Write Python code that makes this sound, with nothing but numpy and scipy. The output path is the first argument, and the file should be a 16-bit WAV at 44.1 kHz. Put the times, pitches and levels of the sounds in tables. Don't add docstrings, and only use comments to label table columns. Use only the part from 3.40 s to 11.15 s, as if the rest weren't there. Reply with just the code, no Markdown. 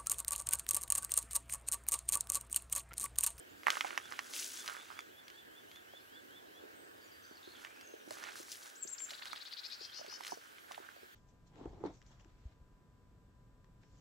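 import sys
import numpy as np
from scipy import signal
from scipy.fft import rfft, irfft
from scipy.io import wavfile
from scipy.ndimage import uniform_filter1d

SR = 44100
rng = np.random.default_rng(int(sys.argv[2]) if len(sys.argv) > 2 else 0)


def materialize(psi):
    bounded = np.clip(np.atleast_2d(psi).T, -1, 1)
    quanta = np.round(bounded * 32767).astype(np.int16)
    wavfile.write(sys.argv[1], SR, quanta)


def boost_factor(decibels):
    exponent = np.asarray(decibels, float) / 20
    return 10 ** exponent


N = 341686


def snaps():
    # time of the swing's centre in seconds, nominal body level in dB,
    # body pitch in Hz, nominal treble tick level in dB.
    snap_rows = [(0.234, -39, 1990, -45), (0.265, -35, 2270, -47), (0.2692, -12.5, 1730, -26),
                 (0.283, -16.5, 1480, -30), (0.3036, -16.5, 2480, -16.5), (0.3178, -33, 2480, -39),
                 (0.3432, -35, 1870, -47), (0.3546, -29.5, 2310, -39), (0.364, -44, 2500, -37),
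                 (0.3703, -27, 1320, -34), (0.377, -33, 2600, -40), (0.391, -42, 2400, -40),
                 (0.409, -16.5, 2380, -25), (0.4478, -30, 1900, -48), (0.462, -42, 1900, -40),
                 (0.4815, -40, 2000, -43), (0.5068, -30, 1900, -46), (0.556, -52, 2500, -43),
                 (0.577, -18.5, 1920, -25.5), (0.7152, -38, 1570, -42), (0.7232, -31.5, 1630, -34),
                 (0.7916, -23, 1870, -29), (0.937, -35, 2490, -30), (0.9707, -49, 3160, -32),
                 (1.2607, -42, 1690, -32), (1.2783, -28, 3000, -27), (1.358, -55, 2500, -45),
                 (1.337, -48, 2500, -41), (1.346, -42, 1600, -46), (1.399, -48, 1500, -47),
                 (1.5035, -39, 1250, -56), (1.5758, -44, 1700, -49), (1.5911, -30, 1840, -34),
                 (1.6056, -40, 2210, -39), (1.8818, -43, 2490, -39), (1.9017, -43, 2780, -44),
                 (2.3152, -43, 2660, -43.5), (2.36, -45.5, 2500, -44), (4.249, -31.5, 2250, -39),
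                 (4.27, -43, 1700, -52), (4.411, -46, 2460, -39), (4.7079, -39, 1590, -29.5),
                 (4.7335, -46, 3300, -44), (4.7554, -54, 1980, -43), (4.83, -43, 1500, -40),
                 (4.839, -34, 1650, -34), (4.921, -52, 2500, -42), (4.972, -52, 3000, -38),
                 (4.995, -46, 2950, -39), (5.0295, -47, 2590, -36), (5.083, -46, 1800, -45),
                 (5.0916, -48, 3080, -38), (5.118, -44, 3290, -32), (5.122, -46, 3300, -33),
                 (5.1267, -55, 2570, -31), (5.1562, -51, 2810, -36), (5.235, -55, 2500, -43),
                 (5.2673, -52, 1780, -40), (5.3, -55, 2500, -43), (5.6045, -38.5, 2380, -42),
                 (5.7067, -34, 2670, -32), (5.7348, -35.5, 2630, -49), (5.8234, -32.5, 2200, -46),
                 (5.8564, -35.5, 2510, -34), (5.872, -40, 3300, -38), (5.9321, -30.5, 1530, -35),
                 (5.961, -34.5, 2800, -43), (6.1271, -39, 2610, -36), (6.6642, -41, 2690, -39),
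                 (6.8088, -39.5, 1730, -38), (6.8364, -37, 2800, -40), (6.8493, -33, 2480, -37),
                 (6.8681, -32, 2700, -34), (6.879, -40, 2590, -32), (7.1836, -42, 2280, -50),
                 (7.3124, -38.5, 1170, -52), (7.3193, -39, 2420, -33.5), (7.3464, -36, 2840, -53)]
    # nominal delay in seconds, gain (linear).
    echo_rows = [(.00095, .5), (.0022, -.2), (.0034, .25), (.0062, -.1), (.008, .14)]
    out = np.zeros(N)
    decay = np.exp(-np.arange(260) / 70)
    variations = rng.uniform(.9, 1.12, (len(snap_rows), 3))
    for (centre_s, body_db, body_hz, tick_db), (low, high, path) in zip(snap_rows, variations):
        tick = .59 * swing(5000 * low, .78) + .41 * swing(10500 * high, .6)
        tearing = .15 + .025 * np.clip(tick_db - body_db, 0, 12)
        splinters = np.r_[1, tearing * rng.standard_normal(260) * decay]
        sound = boost_factor(tick_db) * np.convolve(tick, 1.2 * splinters / np.linalg.norm(splinters))
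        add(sound, 0, boost_factor(body_db) * swing(body_hz, .55))
        for delay_s, gain in [(0, 1)] + echo_rows:
            add(out, centre_s - 64 / SR + delay_s * path, gain * sound)
    return out


def steps():
    # peak time in seconds, seconds to gain the last 10 dB,
    # seconds to lose 10 dB, grit level in dB, leaves level in dB.
    step_rows = [(.275, .01, .07, -45, -57), (.33, .05, .16, -51, -50), (.47, .07, .13, -50, -57),
                 (.75, .15, .15, -56, -61), (.957, .03, .1, -57, -41.5), (1.015, .07, .09, -59, -44.5),
                 (1.185, .3, .12, -62, -49), (1.29, .07, .13, -49.5, -55), (1.53, .12, .1, -59, -63),
                 (2.35, .08, .06, -68, -71), (4.23, .16, .1, -59, -64), (4.45, .2, .3, -73, -72),
                 (4.73, .035, .1, -59, -54), (4.8, .04, .09, -52, -60), (4.885, .08, .06, -50.5, -59),
                 (4.97, .03, .08, -61, -51), (5.122, .04, .06, -64, -49.5), (5.26, .12, .09, -63, -56),
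                 (5.6, .2, .1, -64, -77), (5.71, .05, .09, -57, -58), (5.9, .12, .2, -57, -62),
                 (6.3, .5, .5, -64, -68), (6.72, .25, .15, -57, -68), (6.87, .04, .06, -54, -51),
                 (7.05, .1, .4, -66, -67), (7.32, .03, .06, -56, -61), (7.45, .1, .09, -60, -72)]
    # frequency in Hz, relative level in dB.
    grit_spectrum = [(300, -15.5), (700, -10), (1150, -5.5), (1550, 1.5), (2000, -5), (2800, -6),
                     (4500, -13), (8000, -43.5)]
    leaves_spectrum = [(900, -32), (1800, -8), (3400, -1.5), (6300, 3), (9000, -2), (10800, -2),
                       (12900, -13), (15300, -8)]
    s, rise_s, fall_s, grit_db, leaves_db = np.transpose(step_rows)[:, :, None]
    t = np.arange(0, N / SR + .002, 1 / 1000)
    shape_db = -10 * np.maximum((s - t) / rise_s, (t - s) / fall_s)

    def envelope(db):
        return np.interp(np.arange(N) / SR, t, np.sqrt((boost_factor(db + shape_db) ** 2).sum(0)))

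    grit = envelope(grit_db) * crackle(grit_spectrum, per_s=2500, spread_db=3.0, hiss=.85, clump_db=2.5)
    leaves = envelope(leaves_db) * crackle(leaves_spectrum, per_s=4000, spread_db=2.9, hiss=1.1, clump_db=2.1)
    return grit + leaves


def crackle(spectrum, per_s, spread_db, hiss, clump_db):
    clumps = boost_factor(clump_db * evened(uniform_filter1d(rng.standard_normal((4, N)), size=300, axis=1)))
    sizes = boost_factor(spread_db * np.minimum(rng.exponential(1, (4, N)), 4)) * rng.standard_normal((4, N))
    breaks = evened(sizes * (rng.random((4, N)) < per_s / SR / 4))
    grains = clumps * (breaks + hiss * rng.standard_normal((4, N)))
    place = np.interp(np.log(np.fft.rfftfreq(N, 1 / SR) + 1), np.log([1500, 13000]), [0, 3])
    shares = np.cos(np.pi / 2 * np.clip(place - np.arange(4)[:, None], -1, 1))
    mixed = irfft((rfft(grains) * shares).sum(0), N)
    return evened(colour(mixed, spectrum))


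def knocks():
    # start in seconds, nominal peak in dB, ring pitch in Hz.
    knock_rows = [(0.4457, -32, 820), (1.243, -45, 1250), (1.281, -39, 1250), (1.2963, -36, 1360),
                  (1.328, -41, 1450), (1.35, -42, 1350), (1.372, -43, 1500), (2.536, -47, 560),
                  (3.236, -48, 390), (3.911, -50, 371), (4.074, -50, 384), (4.537, -46, 450),
                  (4.676, -46, 406), (4.709, -40, 605), (4.874, -40, 1700), (4.887, -42, 2100),
                  (4.956, -40, 1500), (4.999, -47, 390), (5.45, -52, 420), (5.718, -50, 590),
                  (6.41, -52, 400), (6.594, -48, 616), (6.612, -46, 668), (6.645, -48, 605),
                  (6.679, -52, 388), (6.725, -47, 890), (6.806, -44, 832), (6.921, -35, 850),
                  (6.927, -44, 360), (6.972, -48, 490), (7.309, -49, 730), (7.378, -41, 796),
                  (7.4, -50, 404), (7.564, -52, 570), (7.629, -52, 388)]
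    scuff_share, scuff_s, floor_hz = .065, .006, 170
    out, t = np.zeros(N), np.arange(900) / SR
    grains = rng.standard_normal((len(knock_rows), 900))
    for (s, db, hz), grain in zip(knock_rows, grains):
        struck = ring(hz, .65) * signal.windows.tukey(600, .2)
        blow = np.convolve(struck, np.r_[1, scuff_share * grain * np.exp(-t / scuff_s)])
        add(out, s, boost_factor(db) * blow / abs(blow).max())
    return high_pass(out, floor_hz)


def near_singer():
    # start in seconds, length in seconds, top pitch in Hz,
    # level of the hold in dB, loudest moment in seconds, level there in dB.
    thin_rows = [(5.35, .102, 7700, -62, 5.432, -41.5), (5.469, .088, 7580, -52, 5.533, -43),
                 (5.578, .087, 7500, -51, 5.629, -42)]
    # start in seconds, nominal level in dB.
    buzz_rows = [(5.691, -52), (5.732, -51), (5.773, -52.5), (5.816, -49), (5.857, -50.5), (5.905, -50.5),
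                 (5.953, -49.5), (6.0, -49.5), (6.051, -49), (6.108, -47), (6.166, -46), (6.23, -44.5),
                 (6.298, -46), (6.391, -48.5), (6.519, -49), (6.676, -49.5), (6.869, -52.5)]
    # time in seconds, pulse rate in Hz as a note starts,
    # rate in Hz as it ends, throat resonance in Hz at its end.
    tension_rows = [(5.69, 400, 510, 4100), (5.77, 380, 500, 4000), (6.05, 380, 505, 4150),
                    (6.298, 365, 520, 4550), (6.391, 465, 530, 4700), (6.519, 480, 765, 5200),
                    (6.676, 600, 768, 5250), (6.869, 690, 749, 5300)]
    wait_share, longest_s, run_end_s = .66, .108, 7.005
    out = np.zeros(N)
    for row in thin_rows:
        add(out, *whistled(thin_note(*row), waver=.005, flutter_db=3.5, rasp=.12))
    times, *voice = np.transpose(tension_rows)
    waits = np.diff([s for s, db in buzz_rows] + [run_end_s])
    for (s, db), wait in zip(buzz_rows, waits):
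        start_hz, end_hz, throat_hz = (np.interp(s, times, hz) for hz in voice)
        add(out, *buzzed(s, min(wait_share * wait, longest_s), db, start_hz, end_hz, throat_hz))
    return out


def thin_note(s, length_s, top_hz, hold_db, loud_s, db):
    leap_from, leap_knee, leap_s, swell_s = .52, .85, .024, .024
    sag_hz, drop_s, drop_hz, end_db = 200, .016, 850, -14
    top_s, end_s = s + leap_s, s + length_s
    sagged_hz = top_hz - sag_hz
    drop_at_s = max(end_s - drop_s, loud_s + .001)
    faded_db = db + end_db * (drop_at_s - loud_s) / (end_s - loud_s)
    return [(s, leap_from * top_hz, hold_db - 8),
            (s + .4 * leap_s, leap_knee * top_hz, hold_db + 3),
            (top_s, top_hz, hold_db),
            (max(loud_s - swell_s, top_s + .001), top_hz, hold_db),
            (loud_s, sagged_hz, db),
            (drop_at_s, sagged_hz, faded_db),
            (end_s, sagged_hz - drop_hz, db + end_db)]


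def buzzed(s, length_s, db, start_hz, end_hz, throat_hz):
    snap_share, slow_climb, strain_per_hz = .23, .1, .00055
    u = np.linspace(0, 1, round(length_s * SR))
    to_go = (1 - slow_climb) * np.exp(-u / snap_share) + slow_climb * (1 - u)
    hz = end_hz - (end_hz - start_hz) * to_go
    jitter, flutter = (evened(uniform_filter1d(v, size=90)) for v in rng.standard_normal((2, len(u))))
    turns = np.cumsum(hz * (1 + .012 * jitter)) / SR
    flicker = evened(uniform_filter1d(rng.standard_normal((15, len(u))), size=260, axis=1))
    uneven = boost_factor(3.0 * flicker)
    drive = evened(sum(uneven[k] * np.cos(2 * np.pi * k * turns + k * k * .45) for k in range(3, 15)))
    drive = drive + strain_per_hz * end_hz * rng.standard_normal(len(u))
    throat = throat_hz * (hz / end_hz) ** .9
    voiced = resonate(resonate(resonate(drive, .9 * throat, 950), 1.15 * throat, 1200), throat, 1700)
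    chest = resonate(resonate(drive, .56 * throat, 600), .56 * throat, 600)
    swell = u ** .5 * np.clip((1 - u) / .28, 0, 1) * 1.2
    return s, boost_factor(db + 2.5 * flutter) * evened(voiced + .14 * chest) * swell


def whistler():
    # seconds from its start, pitch in Hz before scaling, level in dB over the repeat's.
    shape_rows = [(0, 2550, -16), (.012, 2920, -11), (.045, 3150, -12), (.072, 3310, -9), (.082, 3370, -7),
                  (.092, 3450, -1), (.114, 3500, 0), (.124, 3400, -6), (.138, 2650, -17)]
    # start in seconds, level in dB, top pitch in Hz.
    repeat_rows = [(.547, -59, 3480), (.728, -65, 3420), (.915, -62, 3470), (1.102, -55, 3510),
                   (1.29, -60, 3500), (1.488, -60, 3480), (1.687, -61, 3510), (1.885, -60, 3500),
                   (2.078, -61, 3500), (2.268, -59, 3510), (2.466, -58, 3510), (2.67, -59, 3500),
                   (2.872, -59, 3510), (3.078, -62, 3440)]
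    out = np.zeros(N)
    for s, db, top_hz in repeat_rows:
        rows = np.multiply(shape_rows, [1, top_hz / np.max(shape_rows), 1]) + [s, 0, db]
        add(out, *whistled(rows, waver=.004, flutter_db=2.2))
    return out


def far_birds():
    # start in seconds, length in seconds, start pitch in Hz, end pitch in Hz, starting level in dB.
    far_rows = [(1.415, .04, 3550, 3900, -64), (3.35, .15, 8350, 8160, -74), (3.61, .04, 4850, 4590, -70),
                (3.67, .03, 6100, 5700, -73), (3.715, .045, 4900, 4580, -65), (3.82, .1, 6100, 6000, -72),
                (3.84, .025, 4600, 4950, -66), (3.955, .027, 5050, 4250, -62),
                (4.03, .018, 3780, 3500, -62), (4.046, .025, 3450, 4150, -61),
                (4.068, .09, 4250, 4330, -65), (4.145, .035, 3790, 2910, -62), (4.26, .27, 2230, 2810, -70),
                (4.425, .125, 6550, 6300, -70), (4.58, .11, 5900, 5730, -74), (4.855, .05, 4100, 4000, -66),
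                (4.955, .05, 4420, 4150, -62), (6.255, .065, 7600, 7450, -73),
                (6.412, .12, 3160, 3250, -61)]
    out = np.zeros(N)
    for row in far_rows:
        add(out, *whistled(far_note(*row), waver=.013, flutter_db=5.5))
    for when, pitch, glide, size in rng.random((90, 4)):
        s, hz, db = when * (N / SR - .1), 3000 + 4500 * pitch ** 2.5, -80 + 7 * size
        rows = [(s, hz, db), (s + .03, hz * (.75 + .4 * glide), db)]
        add(out, *whistled(rows, waver=.0096, flutter_db=5.0))
    return out


def far_note(s, length_s, start_hz, end_hz, db):
    u = np.linspace(0, 1, num=9)
    return np.transpose([s + length_s * u, end_hz + (start_hz - end_hz) * (1 - u) ** 1.8, db - 7 * u])


def whistled(rows, waver=.003, flutter_db=1.2, rasp=0.):
    s, hz, db = np.transpose(rows)
    t = np.arange(s[0], s[-1], 1 / SR)
    drift, flutter = (evened(uniform_filter1d(v, size=110)) for v in rng.standard_normal((2, len(t))))
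    grain = evened(uniform_filter1d(rng.standard_normal(len(t)), size=24))
    hz = np.interp(t, s, hz)
    leap = np.clip(abs(np.gradient(hz)) / 2.9, 0, 1)
    turns = np.cumsum(hz * (1 + waver * drift + rasp * leap * grain)) / SR
    tone = np.sqrt(2) * np.sin(2 * np.pi * turns)
    return s[0], tone * boost_factor(np.interp(t, s, db) + flutter_db * flutter) * signal.windows.tukey(len(t), .12)


def whine():
    starts_s = [.17, 1.72, 2.28, 2.61, 3.72, 4.15, 5.68, 6.23, 6.778, 7.2]
    whine_hz, whine_db, burst_s = 11320, -74, .095
    out, t = np.zeros(N), np.arange(0, burst_s, 1 / SR)
    for s in starts_s:
        add(out, s, boost_factor(whine_db) * np.sin(2 * np.pi * whine_hz * t) * signal.windows.tukey(len(t), .2))
    return out


def hush():
    # frequency in Hz, relative density in dB per Hz.
    floor_spectrum = [(15, -53), (40, -28), (87, -2.5), (161, -13), (263, -4.5), (350, -3), (500, -7),
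                      (988, -12), (1300, -8), (1620, 0), (1950, -7), (2400, -9.5), (3340, -8),
                      (4200, -12.5), (5300, -15.5), (7920, -16), (9070, -19.5), (15700, -15.5)]
    # frequency in Hz, left-right difference over the sum in dB.
    side_spectrum = [(60, -12), (120, -4), (240, 0.5), (480, 5), (950, 10.5), (1890, 5), (3770, -0.5),
                     (7520, -1), (15000, -3)]
    # frequency in Hz, share of the difference
    across_rows = [(65, .97, -1.7), (95, .96, -1.7), (135, .58, -1.7), (265, .84, -2.0), (380, .27, -3.0),
                   (900, .25, -4.3), (1300, .52, -4.5), (1800, .63, -4.1), (2700, .13, -3.6),
                   (5000, 0, -3.6)]
    # time in seconds, swell in dB at the murmur's centre.
    rumble_rows = [(0, 7.5), (.6, 9.5), (1.6, 4), (2.7, 5), (3.3, 11), (3.8, 3), (4.7, 9.5), (5.4, 2.5),
                   (6.3, -2), (6.8, 2), (7.75, -1)]
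    # time in seconds, added level in dB.
    deep_rows = [(1.2, 1.5), (4.8, .6), (5.15, -1.5), (7.75, -2.5)]
    hush_db = -63.5
    frames, hz = N // 512 + 5, np.fft.rfftfreq(2048, 1 / SR)
    t = np.arange(frames) * 512 / SR
    a, b, c, d, patches = rng.standard_normal((frames, 1025, 5)).T
    patches = evened(uniform_filter1d(uniform_filter1d(patches, size=20, axis=0), size=7, axis=1))

    side = boost_factor(read(side_spectrum, hz))
    lead = np.exp(1j * read(across_rows, hz, index=2))
    share = np.clip(read(across_rows, hz), 0, 1)[:, None]
    middle = a + 1j * b
    own = (c + 1j * d) * side[:, None]
    z = np.array([middle, np.sqrt(1 - share ** 2) * own + share * middle * (side * lead)[:, None]])
    z *= boost_factor(read(floor_spectrum, hz)[:, None] + 1.65 * patches)
    scale = boost_factor(hush_db) / np.std(signal.istft(z[0], nperseg=2048, noverlap=1536)[1])

    murmur_band = np.exp(-(np.log((hz + 1) / 380) / .8) ** 2)[:, None]
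    deep_band = (hz < 170)[:, None]
    swell_db = murmur_band * np.interp(t, *np.transpose(rumble_rows))
    swell_db = swell_db + deep_band * np.interp(t, *np.transpose(deep_rows))
    return scale * signal.istft(z * boost_factor(swell_db), nperseg=2048, noverlap=1536)[1][:, :N]


def widen(x):
    # frequency in Hz, share of a near sound put
    widener_rows = [(60, 0.068, 0.98), (220, -0.29, 1.14), (550, -2.4, 1.1), (785, -2.4, 0.79),
                    (1050, -0.61, 1), (1400, -1.7, -0.64), (1860, -0.7, -0.29), (2450, -0.24, 1.3),
                    (3300, 0.076, 0), (4600, 0.19, -.4), (9000, 0.31, -1.2), (16000, 0.4, -1.2)]
    hz = np.fft.rfftfreq(2048, 1 / SR)
    response = read(widener_rows, hz) * np.exp(1j * read(widener_rows, hz, index=2))
    taps = np.roll(irfft(response), 32)[:256]
    taps *= np.interp(np.arange(256), [0, 16, 96, 256], [0, 1, 1, 0])
    return signal.oaconvolve(x, taps)[32:N + 32]


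def tail(t60_s, start_s):
    t = np.arange(SR // 2) / SR
    taps = rng.standard_normal((2, len(t))) * boost_factor(-60 * t / t60_s) * (t > start_s)
    return taps / np.linalg.norm(taps[0])


def returns(x, t60_s, start_s):
    return signal.fftconvolve(x[None], tail(t60_s, start_s), axes=1)[:, :N]


def swing(hz, cycles):
    turns = (np.arange(200) - 64) / SR * hz
    return np.cos(2 * np.pi * turns + 1.0) * np.exp(-(turns / cycles) ** 2)


def ring(hz, cycles):
    turns = np.arange(600) / SR * hz
    damped = np.sin(2 * np.pi * turns) * turns * np.exp(-turns / cycles)
    return damped / abs(damped).max()


def resonate(x, hz, width_hz):
    turn = np.exp(2j * np.pi * np.cumsum(hz * np.ones(len(x))) / SR)
    r = np.exp(-np.pi * width_hz / SR)
    return 2 * (turn * signal.lfilter([1 - r], [1, -r], x / turn)).real


def high_pass(x, hz):
    return signal.lfilter(*signal.butter(N=2, Wn=hz, btype="high", fs=SR), x)


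def colour(x, points):
    return irfft(rfft(x) * boost_factor(read(points, np.fft.rfftfreq(len(x), 1 / SR))), len(x))


def read(points, hz, index=1):
    table = np.transpose(points)
    return np.interp(np.log(hz + 1), np.log(table[0] + 1), table[index])


def evened(x):
    return x / np.sqrt(np.mean(x ** 2) + 1e-20)


def add(mix, s, sound):
    part = mix[round(s * SR):][:len(sound)]
    part += sound[:len(part)]


def scene():
    singer, whistles, far = near_singer(), whistler(), far_birds()
    feet = knocks() + high_pass(snaps() + steps(), 335)
    yard = boost_factor(-15) * returns(feet, t60_s=.086, start_s=.0033)
    hedge = boost_factor(-8.5) * returns(singer, t60_s=.5, start_s=.0013)
    trees = returns(boost_factor(-12.5) * whistles + boost_factor(-3) * far, t60_s=.55, start_s=.0072)
    floor = hush()
    total = feet + yard[0] + singer + hedge[0] + whistles + far + trees[0] + floor[0] + whine()
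    apart = widen(feet + .85 * yard[1]) + .48 * singer - .15 * whistles
    apart = apart + .39 * (hedge[1] + trees[1]) + floor[1]
    return np.array([total + apart, total - apart])


def low_pass(x):
    return signal.sosfilt(signal.butter(12, 16810, fs=SR, output="sos"), x)


def record(dry):
    # frequency in Hz, gain in dB.
    edge_rows = [(15780, 0), (15860, -30)]
    mix = np.array([colour(x, edge_rows) for x in dry])
    return low_pass(mix)


dry = scene()
out = record(dry)
materialize(out)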